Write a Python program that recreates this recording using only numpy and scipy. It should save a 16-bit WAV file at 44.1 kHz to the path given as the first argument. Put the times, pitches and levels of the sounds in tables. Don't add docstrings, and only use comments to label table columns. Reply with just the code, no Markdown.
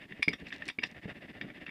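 import sys
import numpy as np
from scipy import signal
from scipy.fft import rfft, irfft, next_fast_len
from scipy.io import wavfile

SR = 44100
rng = np.random.default_rng(int(sys.argv[2]) if len(sys.argv) > 2 else 0)


def file_out(sig):
    cols = np.atleast_2d(sig).T
    lim = np.clip(cols, -1, 1)
    pcm = np.round(lim * 32767).astype(np.int16)
    wavfile.write(sys.argv[1], SR, pcm)


N = 74970
GRAIN_SPREAD_DB, CLATTER_ATTACK_S = 3, 0.00033


def amp(db):
    return 10 ** (np.asarray(db) / 20)


def unit(x):
    return x / np.sqrt(np.mean(x ** 2) + 1e-20)


def along(points, hz):
    freqs, values = np.transpose(points)
    return np.interp(np.log(hz + 1), np.log(freqs + 1), values)


def filtered(x, response):
    size = next_fast_len(len(x) + SR // 4)
    return irfft(rfft(x, size) * response(np.fft.rfftfreq(size, 1 / SR)), size)[:len(x)]


def coloured(x, spectrum):
    return unit(filtered(x, lambda hz: amp(along(spectrum, hz))))


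def fade(t, t60):
    return np.exp(-np.log(1000) * t / t60)


def add(out, start_s, sound):
    i = max(0, round(start_s * SR))
    out[i:i + len(sound)] += sound[:max(0, len(out) - i)]


def ring(modes, t, attack_s, vary_db=1.5, detune=.004):
    hz, db, t60 = np.transpose(modes)[:, :, None]
    level, pitch = rng.standard_normal((2, len(modes), 1))
    sines = np.sin(2 * np.pi * hz * (1 + detune * pitch) * t)
    ringing = np.sum(amp(db + vary_db * level) * fade(t, t60) * sines, axis=0)
    ringing *= 1 - np.exp(-t / attack_s)
    return ringing / np.abs(ringing).max()


def burst(spectrum, t, t60):
    envelope = fade(t, t60) * (1 - np.exp(-t / CLATTER_ATTACK_S))
    noise = coloured(rng.standard_normal(len(t)), spectrum)
    return unit(noise * envelope) * np.sqrt(np.mean(envelope ** 2))


# (frequency [Hz], relative density [dB])
ROOM_TONE_SPECTRUM = [(20, -10), (100, -9), (170, -2.5), (260, 0), (420, -16.5), (1000, -17), (3000, -18.5),
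                      (6000, -28.5), (10000, -31), (15000, -32.5)]


def room_tone():
    return amp(-67) * coloured(rng.standard_normal(N), ROOM_TONE_SPECTRUM)


# (frequency [Hz], t60 [s])
ROOM_DECAY = [(150, 0.14), (2000, 0.12), (5000, 0.14), (12000, 0.14)]


def room_reverb(x, level_db=-15.5, delay_s=.004):
    hz, t, spectra = signal.stft(rng.standard_normal(SR // 3), SR, nperseg=256)
    tail = signal.istft(spectra * fade(t, along(ROOM_DECAY, hz)[:, None]), SR, nperseg=256)[1]
    tail = np.pad(tail / np.linalg.norm(tail), (round(delay_s * SR), 0))
    return amp(level_db) * signal.fftconvolve(x, tail)[:N]


# (time [s], length [s], level [dB])
SLIPS = [(0.474, 0.033, -62.5), (0.524, 0.032, -60), (0.653, .022, -59.5), (0.854, 0.03, -58.5)]
# (frequency [Hz], relative density [dB])
PAPER_SPECTRUM = [(2000, -17), (4000, 7.5), (5200, -0.5), (7500, -8.5), (9500, -18.5), (14000, -24)]


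def paper_slips():
    t, level = np.arange(N) / SR, np.zeros(N)
    for start, length, db in SLIPS:
        level += amp(db) * np.sin(np.pi * np.clip((t - start) / length, 0, 1))
    grains = rng.standard_normal(N) * amp(GRAIN_SPREAD_DB * rng.standard_normal(N))
    return level * coloured(grains, PAPER_SPECTRUM)


# (time [s], level [dB])
CRINKLES = [(.400, -50.5), (.485, -53), (.541, -50), (0.5618, -46), (0.582, -51.5), (.6548, -43),
            (0.9138, -50.5)]


def paper_crinkles():
    out, t = np.zeros(N), np.arange(SR // 20) / SR
    for start, db in CRINKLES:
        add(out, start, amp(db) * burst(PAPER_SPECTRUM, t, t60=0.011))
    return out


# (time [s], level [dB])
THUMPS = [(.057, -44), (0.118, -45), (0.195, -36), (0.2774, -26.5), (0.2837, -30.5), (.291, -32.5),
          (.335, -40), (0.425, -36.5), (0.6686, -40), (0.7844, -30), (0.8354, -40.5), (0.92, -43.5),
          (1.056, -30), (1.0804, -37), (1.305, -43.5), (1.4462, -37.5), (1.514, -47)]
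# (frequency [Hz], relative level [dB], t60 [s])
TABLE_MODES = [(106, -12.5, 0.041), (188.5, -0.5, 0.05), (226, -3, 0.036), (282.6, -0.5, 0.053),
               (423, -3.5, 0.046), (553, -8, 0.015)]
# (frequency [Hz], relative density [dB])
RUMBLE_SPECTRUM = [(20, -18), (50, -28), (75, -4.5), (100, -8.5), (130, -4.5), (180, 0), (235, -4),
                   (290, 1.5), (380, -8), (550, -34), (1500, -66)]


def table_thumps():
    out, t = np.zeros(N), np.arange(SR // 5) / SR
    for start, db in THUMPS:
        modes = ring(TABLE_MODES, t, attack_s=.0007)
        thud = amp(-8.5) * burst(RUMBLE_SPECTRUM, t, t60=0.092)
        add(out, start, amp(db) * (modes + thud))
    return out


# (time [s], length [s], rasp level [dB], rub level [dB], rumble level [dB])
STROKES = [(-0.02, 0.087, -51.5, -65, -59), (0.079, 0.065, -54, -82, -49), (0.133, 0.1, -55.5, -62.5, -62),
           (0.2, 0.025, -66, -84, -86), (0.28, 0.094, -50.5, -56.5, -55), (0.379, 0.056, -51.5, -70, -49.5),
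           (0.433, 0.071, -51.5, -60.5, -54.5), (0.5, 0.084, -48, -61.5, -52.5),
           (0.567, 0.1, -53, -58.5, -57.5), (0.64, 0.078, -50, -59, -55), (0.812, 0.065, -45.5, -57, -53),
           (0.879, 0.058, -53.5, -62, -61), (0.939, 0.064, -52.5, -54.5, -52.5),
           (1.013, 0.06, -51.5, -64, -52.5), (1.069, 0.064, -47, -48, -52),
           (1.137, 0.063, -53.5, -60, -50.5), (1.2, 0.073, -52.5, -53.5, -52),
           (1.272, 0.052, -51, -62, -50), (1.326, 0.076, -53.5, -54.5, -55.5),
           (1.394, 0.084, -55.5, -53.5, -46.5), (1.453, 0.082, -54.5, -57, -52.5),
           (1.533, 0.066, -50.5, -62, -52), (1.595, 0.059, -51, -56.5, -53),
           (1.656, 0.04, -52.5, -58.5, -52.5)]
# (frequency [Hz], relative density [dB])
RASP_SPECTRUM = [(700, -7), (1000, -11.5), (1450, -16.5), (1750, 4), (2050, 2), (2400, -5), (2750, -1),
                 (3100, -10.5), (3650, -10.5), (4000, -21.5), (5000, -20.5), (6200, -37), (10000, -36.5),
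                 (15000, -55)]
# (frequency [Hz], relative density [dB])
RUB_SPECTRUM = [(200, 4), (380, -5.5), (580, 3.5), (750, -1.5), (950, -15.5), (1500, -4), (3000, -61)]


def roller_strokes(roundness=0.95, turn_db=-19, grains_per_s=2500, rumble_lag_s=0.0089):
    t, levels = np.arange(N) / SR, np.zeros((3, N))
    for start, length, *dbs in STROKES:
        progress = (t - start) / length
        speed = np.abs(np.sin(np.pi * np.clip(progress, 0, 1))) ** roundness
        spill = amp(turn_db) * np.exp(-(2 * progress - 1) ** 2)
        levels = np.maximum(levels, amp(dbs)[:, None] * (speed + spill))
    rasp_level, rub_level, rumble_level = levels
    fibres = (rng.random(N) < grains_per_s / SR) * rng.standard_normal(N)
    fibres = unit(fibres * amp(GRAIN_SPREAD_DB * rng.standard_normal(N)))
    contact = fibres + rng.standard_normal(N)
    rasp = rasp_level * coloured(contact, RASP_SPECTRUM)
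    rub = rub_level * coloured(rng.standard_normal(N), RUB_SPECTRUM)
    rumble = coloured(rng.standard_normal(N), RUMBLE_SPECTRUM)
    return rasp + rub + np.interp(t - rumble_lag_s, t, rumble_level) * rumble


def contact_tone(x, favoured_hz, limit_hz, boost_db=9, width_octaves=0.11):
    edges = favoured_hz * 2 ** (width_octaves * np.array([-.5, .5]))
    band = signal.sosfilt(signal.butter(1, edges, "bandpass", fs=SR, output="sos"), x)
    boosted = x + (amp(boost_db) - 1) * band
    return signal.sosfilt(signal.butter(3, limit_hz, fs=SR, output="sos"), boosted)


# (time [s], roller level [dB], frame level [dB],
# tick level [dB], treble limit [Hz], favoured band [Hz])
CLACKS = [(0.122, -53, -37, -66, 3100, 1920), (0.2233, -31.5, -48, -50, 14000, 2360),
          (0.2284, -34, -29, -36.5, 12900, 3520), (0.2274, -17.5, -27, -39.5, 12600, 2460),
          (0.2816, -15.5, -27.5, -40.5, 10000, 2120), (.2885, -26, -41, -44.5, 10400, 4800),
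          (0.3315, -54, -33, -50, 12000, 5500), (0.3347, -56, -29.5, -62, 12800, 3370),
          (0.468, -41, -41.5, -52, 5000, 2650), (.505, -46, -41, -66, 3040, 2700),
          (0.5254, -41, -33, -58, 7000, 1780), (0.6214, -63, -31.5, -42, 2600, 1806),
          (0.68, -68, -43, -40.5, 10600, 8600), (0.6863, -30, -29.5, -40, 10600, 2370),
          (0.699, -36.5, -32.5, -52, 8350, 3350), (0.7869, -26.5, -40, -57, 4000, 2250),
          (0.7916, -30, -36.5, -63, 3600, 2800), (0.8334, -27, -29.5, -45.5, 9000, 1860),
          (0.8366, -35, -25, -35.5, 6400, 2710), (1.4126, -30, -31.5, -50.5, 4170, 1820),
          (1.422, -55, -44.5, -60, 3950, 3600), (1.502, -40.5, -41.5, -81, 2710, 2010),
          (1.665, -42, -36.5, -60, 4170, 2680), (1.6798, -42, -37.5, -66, 2800, 1960),
          (1.6914, -34.5, -39.5, -65, 3000, 1940)]
# (frequency [Hz], relative level [dB], t60 [s])
ROLLER_MODES = [(2175, 2, 0.035), (2272, 11.5, 0.024), (2347, 3.5, .022), (2740, -18, 0.09),
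                (3360, -24, 0.12), (4880, -14, 0.059), (4930, -13, 0.12), (5900, -44, 0.032),
                (7750, -37, 0.059), (8800, -32, 0.036)]
FRAME_MODES = [(1730, -15.5, 0.026), (1822, 3.5, 0.019), (1916, 0, 0.028), (1926, -20, 0.022),
               (2547, 0.5, 0.024), (2655, -1, 0.028), (3241, -3.5, 0.028), (3546, -6.5, 0.049),
               (3690, -15.5, 0.089), (5606, -19, 0.063), (5674, -21, 0.038), (7600, -30, 0.056)]
# (frequency [Hz], relative density [dB])
CLATTER_SPECTRUM = [(150, -28), (450, -8.5), (900, -12), (1250, -3.5), (1500, -21), (1780, -6), (2150, 3),
                    (2700, -3), (3050, -11), (3600, 3.5), (4050, -27), (4900, -7), (5250, -68), (5600, -48),
                    (6300, -60), (14000, -27)]
TICK_SPECTRUM = [(1500, -33), (3500, 7.5), (5600, 10.5), (6500, -16), (7500, -2), (8100, -6), (9400, 0),
                 (10400, -4), (11000, -21.5), (13000, -17), (15000, -30)]


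def roller_clacks():
    out, t = np.zeros(N), np.arange(SR // 6) / SR
    for start, roller_db, frame_db, tick_db, limit_hz, favoured_hz in CLACKS:
        roller = amp(roller_db) * ring(ROLLER_MODES, t, attack_s=0.00057)
        frame_ring = amp(2.5) * ring(FRAME_MODES, t, CLATTER_ATTACK_S)
        clatter = amp(-7.5) * burst(CLATTER_SPECTRUM, t, t60=0.032)
        tick = amp(tick_db) * burst(TICK_SPECTRUM, t, t60=0.031)
        clack = roller + amp(frame_db) * (frame_ring + clatter) + tick
        add(out, start, contact_tone(clack, favoured_hz, limit_hz))
    return out


def scene():
    direct = roller_strokes() + roller_clacks() + table_thumps() + paper_slips() + paper_crinkles()
    return (direct + room_reverb(direct) + room_tone())[None]


def record(dry):
    low_cut_hz, top_hz = 56, 15150
    return filtered(dry[0], lambda hz: 1j * hz / (low_cut_hz + 1j * hz) * (hz < top_hz))[None]


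dry = scene()
out = record(dry)
file_out(out)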